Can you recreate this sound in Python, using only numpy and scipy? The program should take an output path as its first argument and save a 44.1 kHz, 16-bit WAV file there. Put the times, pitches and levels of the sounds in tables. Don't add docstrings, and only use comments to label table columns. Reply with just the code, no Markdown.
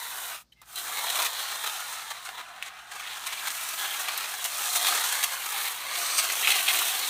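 import sys
import numpy as np
from scipy import signal
from scipy.fft import rfft, irfft
from scipy.io import wavfile
from scipy.ndimage import map_coordinates

SR = 44100
rng = np.random.default_rng(int(sys.argv[2]) if len(sys.argv) > 2 else 0)


def to_wav(sig):
    pcm = np.clip(np.atleast_2d(sig), -1, 1) * 32767
    pcm = np.round(pcm).astype(np.int16)
    wavfile.write(sys.argv[1], SR, pcm.T)


N = 312669
T = np.arange(N) / SR
BINS_HZ = np.arange(N // 2 + 1) * SR / N


# time_s, level_db, extra_hiss_db
LAP_LEVELS = [(0, -46.5, 3.5), (0.33, -42.5, 1.5), (0.83, -45, 5), (1.07, -39.5, 2), (1.26, -36, 2.5),
              (1.285, -43.5, 3), (1.96, -42.5, 1.5), (2.18, -47.5, -0.5), (2.56, -49.5, -8.5),
              (2.89, -52, -4.5), (2.92, -47, -0.5), (3.46, -40, 0), (3.56, -42.5, 4), (4.17, -38.5, -1),
              (4.42, -44, 4), (4.51, -45, 7.5), (4.56, -39.5, 4.5), (4.75, -38, 7), (5.2, -38, 3.5),
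              (5.37, -42, 1), (5.62, -40, 2.5), (5.85, -43, -2.5), (5.99, -38, 3), (6.8, -39, 7),
              (7.08, -39, 3.5)]
VAN_START_S, FAR_BELOW_DB = 2.6, -46

def rolling():
    time_s, level_db, extra_hiss_db = np.transpose(LAP_LEVELS)
    lap_db = np.interp(T, time_s, level_db)
    rolling_db = lap_db + 20 * np.log10(stall())
    van = T > VAN_START_S
    far_db = 0.62 * np.minimum(lap_db - FAR_BELOW_DB, 0)
    rumble_db = rolling_db + 2 - 1.35 * van
    rattle_db = rolling_db + 0.8 + 2.25 * van + far_db
    hiss_db = rolling_db + 3.5 + np.interp(T, time_s, extra_hiss_db)
    return rumble_db, rattle_db, hiss_db


def contact_pressure(turn_hz, whirr_db, chatter_db, hop_db):
    turns = np.cumsum(turn_hz * np.exp(0.57 * walk(2) + 0.047 * walk(50))) / SR
    whirr = np.cos(2 * np.pi * turns)
    return whirr_db * whirr + chatter_db * walk(260) + hop_db * hops(rate=70, settle_s=0.0068)


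# freq_hz, gain_db
TRACK_TONE = [(100, -44.5), (230, -21.5), (340, -17), (440, -13.5), (590, -9.5), (720, 1), (860, 0),
              (1140, 2), (1220, 5.5), (1310, 2.5), (1650, 1.5), (2100, -5), (3200, -37.5)]
# time_s, gain_db
TRACK_BASS = [(0, -3.5), (.9, 3.5), (1.35, -2), (1.9, -3.5), (2.7, -4), (3.2, -0.5), (3.6, -2.5), (4, 1.5),
              (4.9, 0.5), (5.7, -0.5), (6.15, 6), (6.5, -3), (7, 3)]

def track_drum(teeth, pressure_db, gain):
    force = teeth * unit(undb(1.42 * pressure_db + 0.58 * walk(22))) * gain
    force = shelf(force, from_hz=620, full_hz=382, db=curve(TRACK_BASS) + 1.3 * walk(9))
    return shifting_ring(force, TRACK_TONE, detune=0.035, rate=9)


# freq_hz, gain_db
SHELL_TONE = [(900, -30), (1500, -7.5), (1900, 2.5), (2500, 3), (3000, 3), (3500, 2.5), (3850, 4),
              (4200, 3), (4480, -3.5), (4800, -6), (7000, -14.5)]
# time_s, gain_db
SHELL_BRIGHTNESS = [(0, 2), (1.1, -1.5), (1.45, 7), (1.85, 0.5), (2.2, 0.5), (2.7, -5), (3.2, -1.5),
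                    (3.5, -1.5), (4.1, 0.5), (4.9, 0), (5.7, -1.5), (6.3, 3), (6.55, 2.5), (7, 3)]

def shell_rattle(teeth, pressure_db, gain):
    force = teeth * unit(undb(1.1 * pressure_db + 1.04 * walk(25))) * gain
    force = shelf(force, from_hz=2400, full_hz=3640, db=curve(SHELL_BRIGHTNESS))
    return shifting_ring(force, SHELL_TONE, detune=0.04, rate=7)


# freq_hz, gain_db
SHOE_TONE = [(2800, -40), (4400, -2.5), (4950, -4), (5500, -1), (6100, 2), (7500, 1), (8400, 3.5),
             (9600, 2.5), (10350, -2.5), (10900, 0.5), (13000, 0.5), (15200, -0.5)]
# time_s, gain_db
SHOE_FIZZ = [(0, 2.5), (1.6, -2.5), (2.75, -10), (3.2, -6), (3.6, -0.5), (5.1, -2.5), (5.6, 2.5),
             (6.2, -2.5), (6.7, 1), (7.09, -1)]

def shoe_hiss(pressure_db, gain):
    rails = grit(rate=6000, spread_db=3.5, smooth_db=0.5)
    catch_db = 0.53 * hops(rate=110, settle_s=0.00066)
    force = rails * unit(undb(1.75 * pressure_db + catch_db)) * gain
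    force = shelf(force, from_hz=6200, full_hz=12200, db=curve(SHOE_FIZZ) + 0.47 * walk(27))
    return ring(force, colour(SHOE_TONE))


def pin_rattle(rate=330, low_hz=1000, high_hz=4400, decay_cycles=4.5, spread_db=14.5, bunching=0.6):
    starts = np.flatnonzero(rng.random(N) < rate / SR * np.exp(bunching * walk(18)))
    age, taps = T[:SR // 100], np.zeros(N + SR)
    for start, (pitch, size) in zip(starts, rng.random((len(starts), 2))):
        hz = low_hz * (high_hz / low_hz) ** pitch
        envelope = undb(spread_db * size) * np.sqrt(hz) * np.exp(-age * hz / decay_cycles)
        taps[start:start + len(age)] += envelope * np.sin(2 * np.pi * hz * age)
    return unit(butter(taps[:N], 6, [low_hz, high_hz], "bandpass"))


# pitch_hz, level_db
HUM_TONES = [(49.5, -81), (59.3, -77.5), (120, -79)]
# freq_hz, gain_db
AIR_TONE = [(20, -48), (36, -25), (55, -9), (85, -13), (130, -6.5), (190, -4.5), (400, -17), (1200, -24),
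            (2500, -32), (5000, -17), (15000, -55)]

def hum_and_air(waver_db=1.5, air_db=-71):
    hum = 0
    for hz, db in HUM_TONES:
        amplitude = np.sqrt(2) * undb(db + waver_db * walk(2.94))
        hum += amplitude * np.sin(2 * np.pi * (hz * T + rng.random()))
    return hum + undb(air_db) * ring(rng.standard_normal(N), colour(AIR_TONE))


def stall(halt_s=0.44, coast_s=0.13, restart_s=0.62, speed_up_s=0.25):
    speed = np.clip(np.maximum((halt_s - T) / coast_s, (T - restart_s) / speed_up_s), 0, 1)
    return speed ** 1.33 + undb(-45)


# start_s, length_s, level_db, hiss_offset_db, rumble_offset_db
SLOT_SCRAPES = [ (0.382, .04, -58, 2, -9), (0.52, .013, -57.5, -9, -25), (0.558, 0.064, -69, -9, -7),
                (0.616, 0.0022, -51, 3, 1.5), (0.624, 0.013, -58, -12, 6), (.67, 0.044, -57, 2, -1.5),
                (0.757, .003, -41, 9.5, -17), (0.775, 0.029, -44.5, 7, -6), (0.97, .004, -32.5, 2.5, -3),
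                (0.983, 0.0064, -36, 4, 2), (1.038, 0.0054, -35, 3, 3.5), (1.066, 0.0039, -44, -5, 6.5),
                (1.1, 0.0074, -28, -0.5, -12), (1.152, 0.028, -38.5, 9, -4), (1.172, 0.0045, -32, -2, -1),
                (1.178, 0.028, -45.5, -4, 8), (1.218, .01, -35, 5, -2), (1.246, 0.0066, -35, 8, -5),
                (1.258, 0.0091, -34.5, 9.5, -5), (1.638, 0.0078, -37.5, 5.5, 2.5),
                (1.661, 0.015, -35.5, 4.5, 1), (2.103, .009, -38, 5, -4), (2.109, 0.0098, -35.5, -3, -2),
                (2.249, 0.015, -41.5, 3, 0), (2.264, 0.028, -46.5, 2, 4.5), (2.37, 0.046, -42.5, -5, 2.5),
                (2.624, 0.0092, -40, 0, -8), (2.633, 0.054, -44, 0, -6), (2.916, 0.0074, -45.5, 6, -15),
                (2.954, 0.011, -40, 2.5, -1), (2.995, .013, -37, -1, -5), (3.072, .006, -37, -5, -17),
                (3.262, 0.014, -35, 4, -8), (3.322, 0.012, -30, -7, -7), (3.453, 0.0089, -34, -4, -1),
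                (3.47, 0.014, -29.5, 1, -4), (3.688, .004, -41, 12, -8), (3.774, 0.028, -36, -5, -4),
                (3.838, 0.022, -35, -3, -1), (3.994, 0.026, -36, 4.5, 0.5),
                (4.084, 0.0058, -28.5, -2, -3.5), (4.108, 0.036, -37.5, 1, -2),
                (4.176, .0053, -32.5, 4, -14), (4.338, .005, -34.5, 0, -1),
                (4.4418, 0.0038, -37.5, 14, -17), (4.449, 0.012, -31.5, 5, -2),
                (4.605, 0.0041, -38.5, 6, 5), (4.751, .008, -27.5, 5, -3), (4.765, .004, -32, 6, 3.5),
                (4.846, 0.0046, -29, -3, 0), (4.869, .005, -28, 1.5, -11), (4.924, 0.0062, -38.5, -2, 7.5),
                (4.946, 0.034, -36.5, 7, -3), (5.002, 0.0087, -45, 1.5, 8), (5.228, 0.0042, -25, -4, -13),
                (5.2373, 0.0055, -24, 6.5, -4), (5.458, 0.0053, -35.5, 3.5, 3), (5.645, 0.04, -35, 0, -10),
                (5.952, 0.0054, -30, -5, -16), (6.18, 0.021, -32, 5, -7),
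                (6.285, 0.027, -35.5, -10.5, -2.5), (6.473, 0.0067, -25, -1, -2),
                (6.502, .004, -28, 2, -13), (6.515, .003, -31, 1, -16), (6.563, .003, -28.5, 0, -8),
                (6.682, 0.032, -30, 1, -6), (6.73, .003, -31, 3.5, -8), (6.743, 0.0097, -37, -4, 1.5),
                (6.788, .008, -31.5, -6, -13), (6.88, .022, -39, 9, -18)]

def scrapes():
    power = np.zeros((3, N))
    for start_s, length_s, db, hiss_db, rumble_db in SLOT_SCRAPES:
        power += (undb([[rumble_db], [0], [hiss_db]]) * burst(start_s, length_s, db)) ** 2
    return power


# start_s, level_db, pitch_hz, rise_ms
JOINT_KNOCKS = [(.523, -46, 3070, 2.2), (.6175, -44, 1000, 1.2), (1.2545, -21, 3600, .5),
                (1.2665, -21, 2900, .5), (2.6256, -16, 2500, .5), (2.999, -32, 2500, 1),
                (3.4715, -19, 1900, .35), (4.1762, -17, 13000, .4), (4.4424, -16, 7000, .25),
                (5.2382, -17, 9000, .3), (5.2435, -15, 3000, .5), (4.850, -20, 3300, .9),
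                (6.301, -17, 2000, .6), (6.4545, -19, 2600, .9), (6.4733, -7.5, 2500, .6),
                (6.5057, -14, 3300, .6), (6.6855, -17, 2700, .9), (6.818, -19, 1250, 1.1)]

def knocks(crack_db=-17, crack_decay_s=0.0017):
    body, crack = np.zeros(N), np.zeros(N)
    for start_s, db, hz, rise_ms in JOINT_KNOCKS:
        span = slice(int(start_s * SR), int((start_s + 0.04) * SR))
        age = np.maximum(T[span] - start_s, 0)
        swell = 1000 * age / rise_ms
        body[span] += undb(db) * (swell * np.exp(1 - swell)) ** 2 * np.sin(2 * np.pi * hz * age)
        crack[span] += undb(db + crack_db) * np.exp(-age / crack_decay_s)
    body = butter(body, 2, 400, "highpass")
    return body + ring(crack * rng.standard_normal(N), colour(SHOE_TONE))


# pitch_hz, width_hz, gain_db
CREAK_RING = [(2085, 30, 0), (2680, 110, -14)]

def shoe_creak(slips):
    return resonate(slips * burst(start_s=0.55, length_s=0.065, db=-63), CREAK_RING)


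# pitch_hz, width_hz, gain_db
SHUDDER_RING = [(3200, 280, -6), (4060, 170, 4)]

def red_shudder(taps):
    return resonate(taps * burst(start_s=0.745, length_s=0.06, db=-34.5), SHUDDER_RING)


# nearest_s, level_db, approach_s, retreat_s
RED_SWEEPS = [(1.16, -34.5, 0.11, 0.1), (4.83, -33.5, 0.11, 0.065)]
VAN_SWEEPS = [(6.47, -35.5, 0.12, 0.12), (6.77, -32.5, 0.053, 0.085)]
# pitch_hz, width_hz, gain_db
RED_RING = [(720, 58, -1), (3260, 200, -2.5), (3690, 120, -4), (4120, 134, -1.5)]
VAN_RING = [(310, 28, -9.5), (433, 61, -10.5), (737, 100, 6.5), (1290, 120, -15), (2570, 200, -1),
            (3020, 770, 6.5)]

def pass_by(taps, sweeps, modes, falloff=1.15):
    power = 0
    for nearest_s, db, approach_s, retreat_s in sweeps:
        distance = np.hypot(1, (T - nearest_s) / np.where(T < nearest_s, approach_s, retreat_s))
        power += (undb(db) / distance ** falloff) ** 2
    return resonate(taps * np.sqrt(power), modes)


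# pitch_hz, width_hz, gain_db
SHOE_RING = [(4620, 200, -2), (6100, 310, 0), (8380, 290, 2.5)]

def singing_shoe(slips, peak_s=6.19, peak_db=-29.5, rise_db_per_s=65, fall_db_per_s=330):
    fade_db = np.maximum((peak_s - T) * rise_db_per_s, (T - peak_s) * fall_db_per_s)
    squeal = burst(start_s=6.172, length_s=0.021, db=-26)
    return resonate(slips * np.hypot(undb(peak_db - fade_db), squeal), SHOE_RING)


# start_s, length_s, level_db
CLATTER_VOLLEYS = [(6.426, .024, -29), (6.447, .005, -23), (6.475, .004, -24), (6.497, .004, -29),
                   (6.502, .006, -23), (6.517, .004, -23.5), (6.536, .012, -28), (6.579, .012, -28),
                   (6.605, .004, -28), (6.668, .005, -29), (6.678, 0.0077, -22), (6.691, 0.021, -27.5),
                   (6.744, .008, -32), (6.77, .005, -31)]
# pitch_hz, width_hz, gain_db
CLATTER_RING = [(2040, 150, -3), (2600, 280, 1), (3200, 220, -4.5), (3950, 250, -5)]

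def van_clatter():
    volleys = np.sqrt(sum(burst(*row) ** 2 for row in CLATTER_VOLLEYS))
    return resonate(grit(rate=3000, spread_db=2, smooth_db=-1) * volleys, CLATTER_RING)


def cars():
    rumble_db, rattle_db, hiss_db = rolling()
    pressure_db = contact_pressure(turn_hz=126, whirr_db=0.1, chatter_db=0.25, hop_db=0.87)
    pressure_db *= np.interp(rumble_db, [-47, -38], [0.65, 1.05])
    load_db = 0.5 * walk(12)
    rolling_power = undb(np.array([rumble_db, rattle_db, hiss_db]) + load_db) ** 2
    track_gain, shell_gain, shoe_gain = np.sqrt(rolling_power + scrapes())
    teeth = roam(grit(rate=2600, spread_db=2, smooth_db=-1), depth_db=2.3, rate=11)
    track = track_drum(teeth, pressure_db, track_gain)
    shell = shell_rattle(teeth, pressure_db, shell_gain)
    shoes = shoe_hiss(pressure_db, shoe_gain)
    pin = pin_rattle() * undb(rattle_db - 6)
    taps = grit(rate=1100, spread_db=1.5, smooth_db=-4) * unit(undb(3 * pressure_db)) * stall()
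    red = red_shudder(taps) + pass_by(taps, RED_SWEEPS, RED_RING)
    van = pass_by(taps, VAN_SWEEPS, VAN_RING)
    return track + shell + shoes + pin + red + van


def room(x, echo_db, tail_db, t60_s):
    lag_s = 0.0023 + 0.000378 * walk(2.5)
    echo = np.interp(T - lag_s, T, x)
    tails = np.array([reverb(x, t60_s, gap_s=0.004) for _ in range(4)])
    shares = np.array([walk(5) for _ in tails])
    shares /= np.linalg.norm(shares, axis=0)
    return x + undb(echo_db) * echo + undb(tail_db) * np.sum(shares * tails, axis=0)


def far_walls(x, level_db, t60_s, dull_hz):
    return undb(level_db) * reverb(butter(x, 2, dull_hz, "lowpass"), t60_s, gap_s=0.015)


def reverb(x, t60_s, gap_s):
    age = T[:SR // 2]
    tail = rng.standard_normal(len(age)) * undb(-60 * age / t60_s) * (age > gap_s)
    return signal.fftconvolve(x, tail / np.linalg.norm(tail))[:N]


def undb(db):
    return 10 ** (np.asarray(db) / 20)


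def unit(x):
    return x / np.sqrt(np.mean(x ** 2))


def curve(points):
    return np.interp(T, *np.transpose(points))


def walk(rate):
    knots = rng.standard_normal(N // 16)
    return unit(map_coordinates(knots, [T * rate], order=2, mode="wrap"))


def hops(rate, settle_s):
    kicks = (rng.random(N) < rate / SR) * rng.uniform(0.83, 1, N)
    load = signal.lfilter([1], [1, -np.exp(-1 / (settle_s * SR))], kicks)
    return unit(load - load.mean())


def grit(rate, spread_db, smooth_db):
    hits = rng.random(N) < rate / SR
    sizes = undb(spread_db * np.minimum(rng.exponential(size=N), 4)) * rng.choice([-1, 1], N)
    return unit(unit(hits * sizes) + undb(smooth_db) * rng.standard_normal(N))


def burst(start_s, length_s, db, release_s=0.0051):
    age = np.maximum(T - start_s, 0)
    rise_s = length_s ** 2 / 0.49
    release = np.minimum(np.maximum(age - length_s, 0) / release_s, 20)
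    return undb(db) * (1 - np.exp(-age / rise_s)) * np.exp(-release)


def butter(x, order, hz, kind):
    return signal.sosfilt(signal.butter(order, hz, kind, fs=SR, output="sos"), x)


def shelf(x, from_hz, full_hz, db):
    end = irfft(rfft(x) * np.clip((BINS_HZ - from_hz) / (full_hz - from_hz), 0, 1), N)
    return x + end * (undb(db) - 1)


def colour(tone, stretch=1):
    hz, db = np.transpose(tone)
    return unit(undb(np.interp(np.log(BINS_HZ + 1), np.log(hz * stretch), db)))


def ring(x, gain, size=2048):
    cepstrum = irfft(np.log(gain + 1e-6), N)[:size]
    cepstrum[1:] *= 2
    response = irfft(np.exp(rfft(cepstrum, 2 * size)))[:size]
    return signal.fftconvolve(x, response)[:N]


def resonate(force, modes):
    gain = sum(undb(db) / (1 + ((BINS_HZ - hz) / width_hz) ** 2) for hz, width_hz, db in modes)
    radiation = BINS_HZ ** 2 / (BINS_HZ ** 2 + 220 ** 2)
    return ring(force, unit(gain * radiation))


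def shifting_ring(x, tone, detune, rate):
    place = np.clip(walk(rate), -1, 1)
    out = 0
    for step in (-1, 0, 1):
        share = np.maximum(0, 1 - np.abs(place - step))
        out += share * ring(x, colour(tone, stretch=1 + step * detune))
    return out


def roam(x, depth_db, rate, count=5):
    spectrum, octaves = rfft(x), np.log2(BINS_HZ + 1)
    out = 0
    for k in range(count):
        band = np.maximum(0, 1 - np.abs((octaves * count - k) % count - count / 2))
        out += irfft(spectrum * band, N) * undb(depth_db * walk(rate))
    return unit(out)


def scene():
    toys = cars() + knocks() + van_clatter()
    slips = grit(rate=2800, spread_db=4, smooth_db=-2) * unit(undb(2 * walk(200)))
    toys += shoe_creak(slips) + singing_shoe(slips)
    near = room(toys, echo_db=-13, tail_db=-13, t60_s=0.087)
    far = far_walls(toys, level_db=-22, t60_s=0.24, dull_hz=3000)
    mono = near + far + hum_and_air()
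    return np.array([mono, mono])


def record(dry):
    return signal.sosfilt(signal.ellip(12, 0.1, 80, 15500, fs=SR, output="sos"), dry)


dry = scene()
out = record(dry)
to_wav(out)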